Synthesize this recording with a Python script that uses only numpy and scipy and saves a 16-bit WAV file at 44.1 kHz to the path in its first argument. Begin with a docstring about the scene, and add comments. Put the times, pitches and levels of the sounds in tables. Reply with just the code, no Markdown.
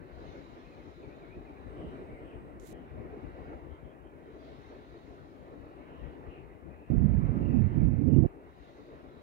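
"""Wind turbines roar and swish over a low wind rumble, on a coastal roadside in a light breeze.
The roar swells with the breeze and each falling blade; one rough blade hisses once a turn,
and tip vortices whistle now and then. Eddies rumble on both microphone ports of a hand-held
camera, and one gust hits the right port hard. Fainter: a far bird's warble, one brush against
the camera, a thin sizzle on the right and microphone hiss."""
import sys
import numpy as np
from scipy import signal
from scipy.fft import rfft, irfft
from scipy.io import wavfile
from scipy.ndimage import uniform_filter1d

SR = 44100
rng = np.random.default_rng(int(sys.argv[2]) if len(sys.argv) > 2 else 0)


def digitize_waveform(pressure):
    """Quantize a signal to 16-bit integers and store it at the path in sys.argv[1].

    Rows of a 2-D input are taken as channels; values are limited to [-1, 1].
    """
    field = np.atleast_2d(pressure).T
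    bounded = np.clip(field, -1, 1)
    quanta = np.round(bounded * 32767).astype(np.int16)
    wavfile.write(sys.argv[1], SR, quanta)


N = 406602
TIME_S = np.arange(N) / SR
TURN_S, BLADE_COUNT = 4.18, 3

# breeze strength, driving roar and eddies: t/s, relative level/dB
BREEZE = [(0.0, 0.4), (0.21, 0.1), (0.59, -1.3), (0.82, -0.5), (1.62, 0.5), (1.79, 2.5), (2.61, 0.6),
          (2.98, 1.05), (3.5, 2.5), (3.87, -1.5), (4.28, -1.06), (5.28, -1.4), (6.33, 0.26), (6.86, -1.5),
          (6.91, 3.3), (7.76, 5), (8.51, -3.5), (9.22, -1.5)]


def gain_of(db):
    """dB to amplitude factor."""
    return 10 ** (np.asarray(db) / 20)


def unit_rms(x):
    """Scale to rms 1."""
    return x / np.sqrt(np.mean(x ** 2) + 1e-20)


def over_hz(rows, hz, column=1):
    """Interpolate a table column over log frequency."""
    table = np.transpose(rows)
    return np.interp(np.log(hz + 1), np.log(table[0] + 1), table[column])


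def over_time(rows, t, column=1):
    """Interpolate a table column over time."""
    table = np.transpose(rows)
    return np.interp(t, table[0], table[column])


def noise(spectrum):
    """Steady coloured noise, rms 1."""
    shape = gain_of(over_hz(spectrum, np.fft.rfftfreq(N, 1 / SR)))
    return unit_rms(irfft(rfft(rng.standard_normal(N)) * shape, N))


def wander(t, rate_hz):
    """Smooth random drift around rate_hz, rms 1."""
    size, control_hz = 4096, 400
    ratio = np.fft.rfftfreq(size, 1 / control_hz) / rate_hz
    path = unit_rms(irfft(rfft(rng.standard_normal(size)) * ratio / (1 + ratio ** 4)))
    return np.interp(t, np.arange(size) / control_hz, path)


def stft_grid(size=1024):
    """Frame times/s (a column) and bin frequencies/Hz."""
    hop = size // 4
    return np.arange(N // hop + 5)[:, None] * hop / SR, np.fft.rfftfreq(size, 1 / SR)


def noise_frames(t, hz):
    """Short-time spectra of white noise."""
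    return rng.standard_normal((len(t), len(hz))) + 1j * rng.standard_normal((len(t), len(hz)))


def to_sound(frames, size=1024):
    """Short-time spectra (frames x bins) to samples."""
    return signal.istft(np.swapaxes(frames, -1, -2), nperseg=size, noverlap=size * 3 // 4)[1][..., :N]


def patches(t, hz, frames, bins):
    """Random lumps in time and frequency, rms 1."""
    white = rng.standard_normal((len(t), len(hz)))
    return unit_rms(uniform_filter1d(uniform_filter1d(white, frames, 0), bins, 1))


def smooth(x, samples):
    """Two-pass moving average."""
    return uniform_filter1d(uniform_filter1d(x, samples), samples)


def steadied(x, samples):
    """Divide out slow level drift."""
    return x / np.sqrt(smooth(x ** 2, samples) + 1e-12)


def rotor_roar(level_db=-50, swish_peak_s=0.44, swell_half_s=0.043):
    """Far rotors and wind over the hill, swelling with the breeze and as each blade comes down."""
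    # roar spectrum: f/Hz, density/dB
    spectrum = [(30, -40.5), (100, -20), (200, -17), (270, -2), (350, -0.5), (550, -7.5), (720, -9.5),
                (1000, -14.5), (1400, -16.5), (2100, -22), (2700, -27.5), (3300, -40), (4200, -49),
                (6500, -63.5)]
    # strongest swells of the roar's body: peak t/s, boost/dB
    swells = [(.21, 4), (.37, 5), (1.16, 3), (2.25, 3), (3.51, 2.5), (4.29, 2.5), (4.47, 2.5), (4.8, 2.5),
              (5.48, 4.5)]
    # relation between the ports: f/Hz, coherence/0-1, left phase lead/rad
    ports = [(100, 0.2, 0), (346, 0.88, -0.09), (540, .75, 1.39), (630, 0.8, 0.78), (1010, 0.47, 3.5),
             (1200, 0.73, 3.5), (1660, 0.7, 4), (1860, 0.9, 5), (2600, 0.1, 7.5), (4000, 0.9, 11.5)]
    t, hz = stft_grid()
    breeze_db = over_time(BREEZE, t)
    swish = np.cos(2 * np.pi * BLADE_COUNT * (t - swish_peak_s) / TURN_S)
    body_db = 1.29 * breeze_db + 0.97 * swish + 0.6 * wander(t, rate_hz=8)
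    body_db += sum(db * np.exp(-((t - peak_s) / swell_half_s) ** 2) for peak_s, db in swells)
    top_db = breeze_db + 1.3 * swish
    top_share = over_hz([(500, 0.062), (1000, 0.8)], hz)
    field_db = over_hz(spectrum, hz) + (1 - top_share) * body_db + top_share * top_db
    # turbulence on the way: single bands come and go, the whole body flutters
    field_db += 2 * patches(t, hz, frames=14, bins=3)
    field_db += 1.5 * (1 - top_share / 2) * patches(t, hz, frames=7, bins=60)
    coherence = np.clip(over_hz(ports, hz), 0, 1)
    left = noise_frames(t, hz)
    right = coherence * left + np.sqrt(1 - coherence ** 2) * noise_frames(t, hz)
    right *= np.exp(-1j * over_hz(ports, hz, column=2))  # sound reaches the left port first
    lean_left = gain_of(over_hz([(240, 4.5), (360, -0.73)], hz))
    stereo = np.array([left * lean_left, right / lean_left])
    return gain_of(level_db) * unit_rms(to_sound(stereo * gain_of(field_db)))


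def blade_hiss(offset_db=1, fade_db_per_s=0.53):
    """Air tears off the trailing edges; the swishes repeat every turn, slowly weakening."""
    # trailing-edge spectrum: f/Hz, density/dB
    spectrum = [(1200, -13), (2500, -4.5), (3100, -2), (3450, -1.5), (3850, 3.5), (4500, -4), (5200, -6.5),
                (6000, -10), (6800, -9.5), (7200, -21), (8000, -22.5), (8600, -36)]
    # right port, facing away from the rotor: f/Hz, level re left/dB
    shadow = [(3000, 3.5), (3800, -3), (4400, -4.5), (5000, -10), (8000, -14.5)]
    # swishes of one turn, the rough blade first and swelling twice:
    # peak t/s, rise/(dB/s), fall/(dB/s), relative level/dB
    swishes = [(.27, 62, 10, -66.5), (.95, 23, 16, -73.5), (1.95, 17, 25.5, -77), (3.45, 14, 23.5, -75)]
    t, hz = stft_grid()
    field_db = over_hz(spectrum, hz) + 2.5 * patches(t, hz, frames=20, bins=5)
    left = noise_frames(t, hz)
    right = noise_frames(t, hz) * gain_of(over_hz(shadow, hz))
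    hiss = to_sound(np.array([left, right]) * gain_of(field_db))
    power = np.zeros(N)
    for peak_s, rise_db_per_s, fall_db_per_s, db in swishes:
        since_s = (TIME_S - peak_s) % TURN_S
        below_peak_db = np.minimum(fall_db_per_s * since_s, rise_db_per_s * (TURN_S - since_s))
        power += gain_of(db - below_peak_db) ** 2
    return hiss / hiss[0].std() * np.sqrt(power) * gain_of(offset_db - fade_db_per_s * TIME_S)


def airflow_db(port, base_db, breeze_scale, jitter_db, jitter_hz):
    """Airflow level at one port (0 left, 1 right): breeze, random fits and puffs."""
    # lee at the right port: t/s, level offset/dB
    shelter = [(0, -27), (1.2, -18.5), (2.3, -6), (3.1, -8), (4.1, -28), (5.7, -23.5), (9.2, -24.5)]
    # strongest puffs of air: peak t/s, length/s, left level/dB, right level/dB
    puffs = [(0.032, 0.12, -47, -68), (.25, 0.42, -49, -70.5), (0.377, .1, -48.5, -54.5),
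             (1.378, 0.085, -45.5, -48.5), (1.676, 0.071, -42, -63), (1.802, 0.11, -44, -56),
             (1.865, 0.13, -48, -41), (2.01, .1, -47, -50), (2.37, .12, -46, -54), (2.711, .1, -56, -47.5),
             (3.008, .26, -40.5, -48), (3.252, .1, -41.5, -57), (3.392, 0.065, -41, -59.5),
             (3.495, 0.11, -47, -46), (3.693, 0.16, -42, -64.5), (3.846, 0.1, -46, -70.5),
             (5.575, .12, -45, -58), (6.04, 0.17, -39, -65.5), (6.254, .22, -43.5, -72),
             (6.692, .16, -43.5, -66.5), (7.03, 0.13, -41, -69.5), (7.4, 0.16, -41, -73)]
    flow_db = base_db + breeze_scale * over_time(BREEZE, TIME_S) + port * over_time(shelter, TIME_S)
    power = gain_of(flow_db + jitter_db * wander(TIME_S, jitter_hz)) ** 2
    for peak_s, length_s, *port_db in puffs:
        near = abs(TIME_S - peak_s) < length_s / 2
        window = np.cos(np.pi * (TIME_S[near] - peak_s) / length_s) ** 2
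        power[near] += (gain_of(port_db[port]) * window) ** 2
    return 10 * np.log10(power)


def eddies(flow_db, spectrum, gain_db, lumps_db, deepening):
    """Lumpy rumble of turbulence on one port; strong eddies are larger, so deeper."""
    t, hz = stft_grid(size=2048)
    strength_db = np.interp(t, TIME_S, flow_db)
    bass_share = over_hz([(35, 1), (160, 0)], hz)
    field_db = over_hz(spectrum, hz) + lumps_db * patches(t, hz, frames=3, bins=14)
    field_db += deepening * (strength_db - strength_db.mean()) * bass_share
    rumble = to_sound(noise_frames(t, hz) * gain_of(field_db), size=2048)
    return steadied(rumble, samples=4000) * gain_of(gain_db + flow_db)


def port_wind():
    """Left and right rumble: each port has its own airflow and eddies."""
    # eddies on the open left port: f/Hz, density/dB
    left_spectrum = [(15, -20.5), (30, -9.5), (48, 4), (68, -1), (100, -10), (150, -4.5), (200, -15),
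                     (270, -8.5), (400, -15.5), (700, -25), (2000, -54.5), (5000, -80)]
    # eddies on the sheltered right port: f/Hz, density/dB
    right_spectrum = [(15, -16.5), (30, -12), (55, -7), (150, 2.5), (250, -1), (400, -4), (700, -16),
                      (2000, -56), (5000, -81)]
    left_db = airflow_db(port=0, base_db=-50.5, breeze_scale=1.3, jitter_db=1.55, jitter_hz=7)
    right_db = airflow_db(port=1, base_db=-51.5, breeze_scale=1.4, jitter_db=3.5, jitter_hz=5.3)
    left = eddies(left_db, left_spectrum, gain_db=2.5, lumps_db=2.5, deepening=0.45)
    right = eddies(right_db, right_spectrum, gain_db=1.5, lumps_db=5.5, deepening=0.2)
    return left, right


def gust(start_s=6.9, end_s=8.263, offset_db=-0.6, buffet_db=1.9, buffet_hz=14):
    """Air buffets a port head-on; faster air sheds smaller eddies, so the rumble's top climbs."""
    # course of the gust: t/s, relative level/dB, relative air speed
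    course = [(6.9, -19.5, 1.33), (7.04, -17, 0.78), (7.22, -21.5, 0.93), (7.41, -26, 1.08),
              (7.57, -18.5, 1.06), (7.66, -18, 0.75), (7.71, -30.5, 1.08), (7.81, -15.5, 0.98),
              (7.95, -24.5, 1.11), (8.2, -13.5, 1.2), (8.26, -17.5, 1.38)]
    # rumble at relative speed 1: f/Hz, density/dB
    spectrum = [(15, -25), (32, -9.5), (45, -1), (62, -3), (82, -4.5), (120, -1), (150, -4.5), (185, -7),
                (240, -7), (320, -18), (420, -28), (560, -39), (900, -53.5), (3000, -101)]
    t, hz = stft_grid(size=2048)
    speed = over_time(course, t, column=2) * np.exp(0.067 * wander(t, buffet_hz))
    stretch = speed ** over_hz([(110, 0.25), (300, 0.94)], hz)
    field_db = over_hz(spectrum, hz / stretch) + 2.5 * patches(t, hz, frames=2, bins=12)
    rumble = to_sound(noise_frames(t, hz) * gain_of(field_db), size=2048)
    push_db = offset_db + over_time(course, TIME_S) + buffet_db * wander(TIME_S, buffet_hz)
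    push = gain_of(push_db) * (TIME_S > start_s) * (TIME_S < end_s)
    return steadied(rumble, samples=1600) * smooth(push, samples=150)  # air starts and stops in a few ms


def tip_whistles(left_db=1, right_db=-2):
    """Tip vortices sing in a narrow noise band that glides as the blade sweeps past."""
    # breathy whistles: t/s, length/s, start f/Hz, end f/Hz, bandwidth/Hz, relative level/dB
    whistles = [(1.718, 0.28, 2970, 2950, 450, -68), (2.039, 0.25, 2317, 1980, 200, -63),
                (2.181, 0.24, 2930, 2800, 500, -68.5), (2.656, 0.24, 3100, 2920, 400, -73.5),
                (3.663, 0.15, 3200, 3060, 260, -75.5), (3.795, 0.18, 3120, 3200, 260, -78),
                (4.02, 0.11, 3150, 3050, 250, -79), (5.75, 0.48, 2720, 2910, 500, -70),
                (6.249, 0.22, 2800, 2430, 480, -63.5), (6.631, .32, 2400, 2660, 220, -70.5),
                (7.36, 0.28, 2850, 2500, 200, -64), (7.68, 0.16, 3000, 2900, 400, -74.5),
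                (8.075, 0.055, 2940, 2720, 120, -72), (8.13, 0.052, 2980, 2630, 120, -68.5)]
    out = np.zeros((2, N))
    for start_s, length_s, start_hz, end_hz, width_hz, db in whistles:
        span = round(start_s * SR) + np.arange(round(length_s * SR))
        white = rng.standard_normal((2, SR)) + 1j * rng.standard_normal((2, SR))
        flutter = signal.lfilter(*signal.butter(2, width_hz / 2, fs=SR), white)[:, -len(span):]
        pitch_hz = np.linspace(start_hz, end_hz, len(span))
        carrier = np.exp(2j * np.pi * np.cumsum(pitch_hz) / SR)
        band = unit_rms((flutter * carrier).real)
        out[:, span] += gain_of(db) * band * signal.windows.tukey(len(span), 0.8)
    return out * gain_of([[left_db], [right_db]])


def bird(waver=0.025, t60_s=0.4):
    """Short gliding whistles, scattered by trees and slope."""
    # bird notes: t/s, length/s, start f/Hz, end f/Hz, direct level/dB
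    notes = [(.33, .09, 2150, 2280, -69), (.55, .06, 2350, 2100, -71), (.63, .08, 2480, 2620, -70),
             (.705, .06, 2630, 2250, -67), (.77, .05, 2400, 2050, -69), (1.015, .055, 2600, 2130, -64.5),
             (1.08, .07, 2130, 2600, -66), (1.21, .055, 2500, 2030, -65.5),
             (1.275, .085, 2130, 2620, -63.5), (1.455, .05, 2580, 2170, -65.5),
             (1.53, .06, 2120, 2420, -66), (2.305, .045, 2850, 2200, -68)]
    song = np.zeros(N)
    wobble = 1 + waver * unit_rms(uniform_filter1d(rng.standard_normal(N), size=120))
    for start_s, length_s, start_hz, end_hz, db in notes:
        span = round(start_s * SR) + np.arange(round(length_s * SR))
        pitch_hz = np.linspace(start_hz, end_hz, len(span)) * wobble[span]
        tone = np.sin(2 * np.pi * np.cumsum(pitch_hz) / SR)
        song[span] += gain_of(db) * tone * signal.windows.tukey(len(span), 0.5)
    tail_s = np.arange(SR // 2) / SR
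    tail = rng.standard_normal((2, len(tail_s))) * gain_of(-60 * tail_s / t60_s)
    echo = signal.fftconvolve(song[None], tail / np.linalg.norm(tail[0]), axes=1)[:, :N]
    return song + echo


def camera_brush(level_db=-57, grain_db=2, left_db=-30):
    """Grainy rub beside the right port: louder and brighter with pressure, ticking where it catches."""
    # friction spectrum: f/Hz, density/dB
    spectrum = [(300, -6), (2000, -6), (3800, -0.5), (5000, -5), (6700, 3.5), (9500, -4), (11300, 1.5),
                (13500, -5), (16000, -5)]
    # catches of the rub: t/s, level/dB
    catches = [(2.5985, -50), (2.672, -49), (2.725, -52)]
    touch_s, firmest_s, lift_s = 2.602, 2.673, 2.727
    press_db_per_s, ease_db_per_s = 130, 60
    tick_s, release_s = 0.0015, 0.004
    t = TIME_S
    grain = unit_rms(uniform_filter1d(rng.standard_normal(N), size=60))
    slack_db = np.maximum(press_db_per_s * (firmest_s - t), ease_db_per_s * (t - firmest_s))
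    contact = (t > touch_s) * np.exp(-np.maximum(t - lift_s, 0) / release_s)
    rub = gain_of(level_db - slack_db + grain_db * grain) * contact
    ticks = sum(gain_of(db) * np.exp(-abs(t - at_s) / tick_s) * (t > at_s) for at_s, db in catches)
    friction = noise(spectrum)
    dull = signal.sosfiltfilt(signal.butter(3, 10000, fs=SR, output="sos"), friction)
    treble = (friction - dull) * gain_of(-1.5 * slack_db)
    return (dull + treble) * (rub + ticks) * gain_of([[left_db], [0]])


def sizzle():
    """Faint thin noise near 8 kHz, about a second long."""
    # sizzle envelope: t/s, level/dB
    envelope = [(1.4, -115), (1.7, -84.5), (2.5, -86), (2.7, -115)]
    # sizzle spectrum: f/Hz, density/dB
    spectrum = [(6000, -31.5), (7800, -17), (8150, 4.5), (8900, -8.5), (10000, -22.5), (13000, -34.5)]
    return noise(spectrum) * gain_of(over_time(envelope, TIME_S))


def mic_hiss(level_db=-83):
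    """Each microphone's own noise."""
    # self-noise spectrum: f/Hz, density/dB
    spectrum = [(100, -3), (4000, -1.5), (6700, 1), (8500, 1.5), (11000, 1), (16000, 2)]
    return gain_of(level_db) * np.array([noise(spectrum), noise(spectrum)])


def scene():
    """Far sounds reach both ports; gust and sizzle only the right."""
    left, right = port_wind()
    near = np.array([left, right + gust() + sizzle()])
    return rotor_roar() + blade_hiss() + near + tip_whistles() + bird() + camera_brush() + mic_hiss()


def record(dry):
    """The camera's low cut and band limit."""
    low_cut_hz, band_edge_hz = 43, 15850
    thinned = signal.sosfilt(signal.butter(4, low_cut_hz, "high", fs=SR, output="sos"), dry)
    lowpass = signal.firwin(1023, band_edge_hz, window=("kaiser", 9), fs=SR)
    return signal.oaconvolve(thinned, lowpass[None], "same")


dry = scene()
out = record(dry)
digitize_waveform(out)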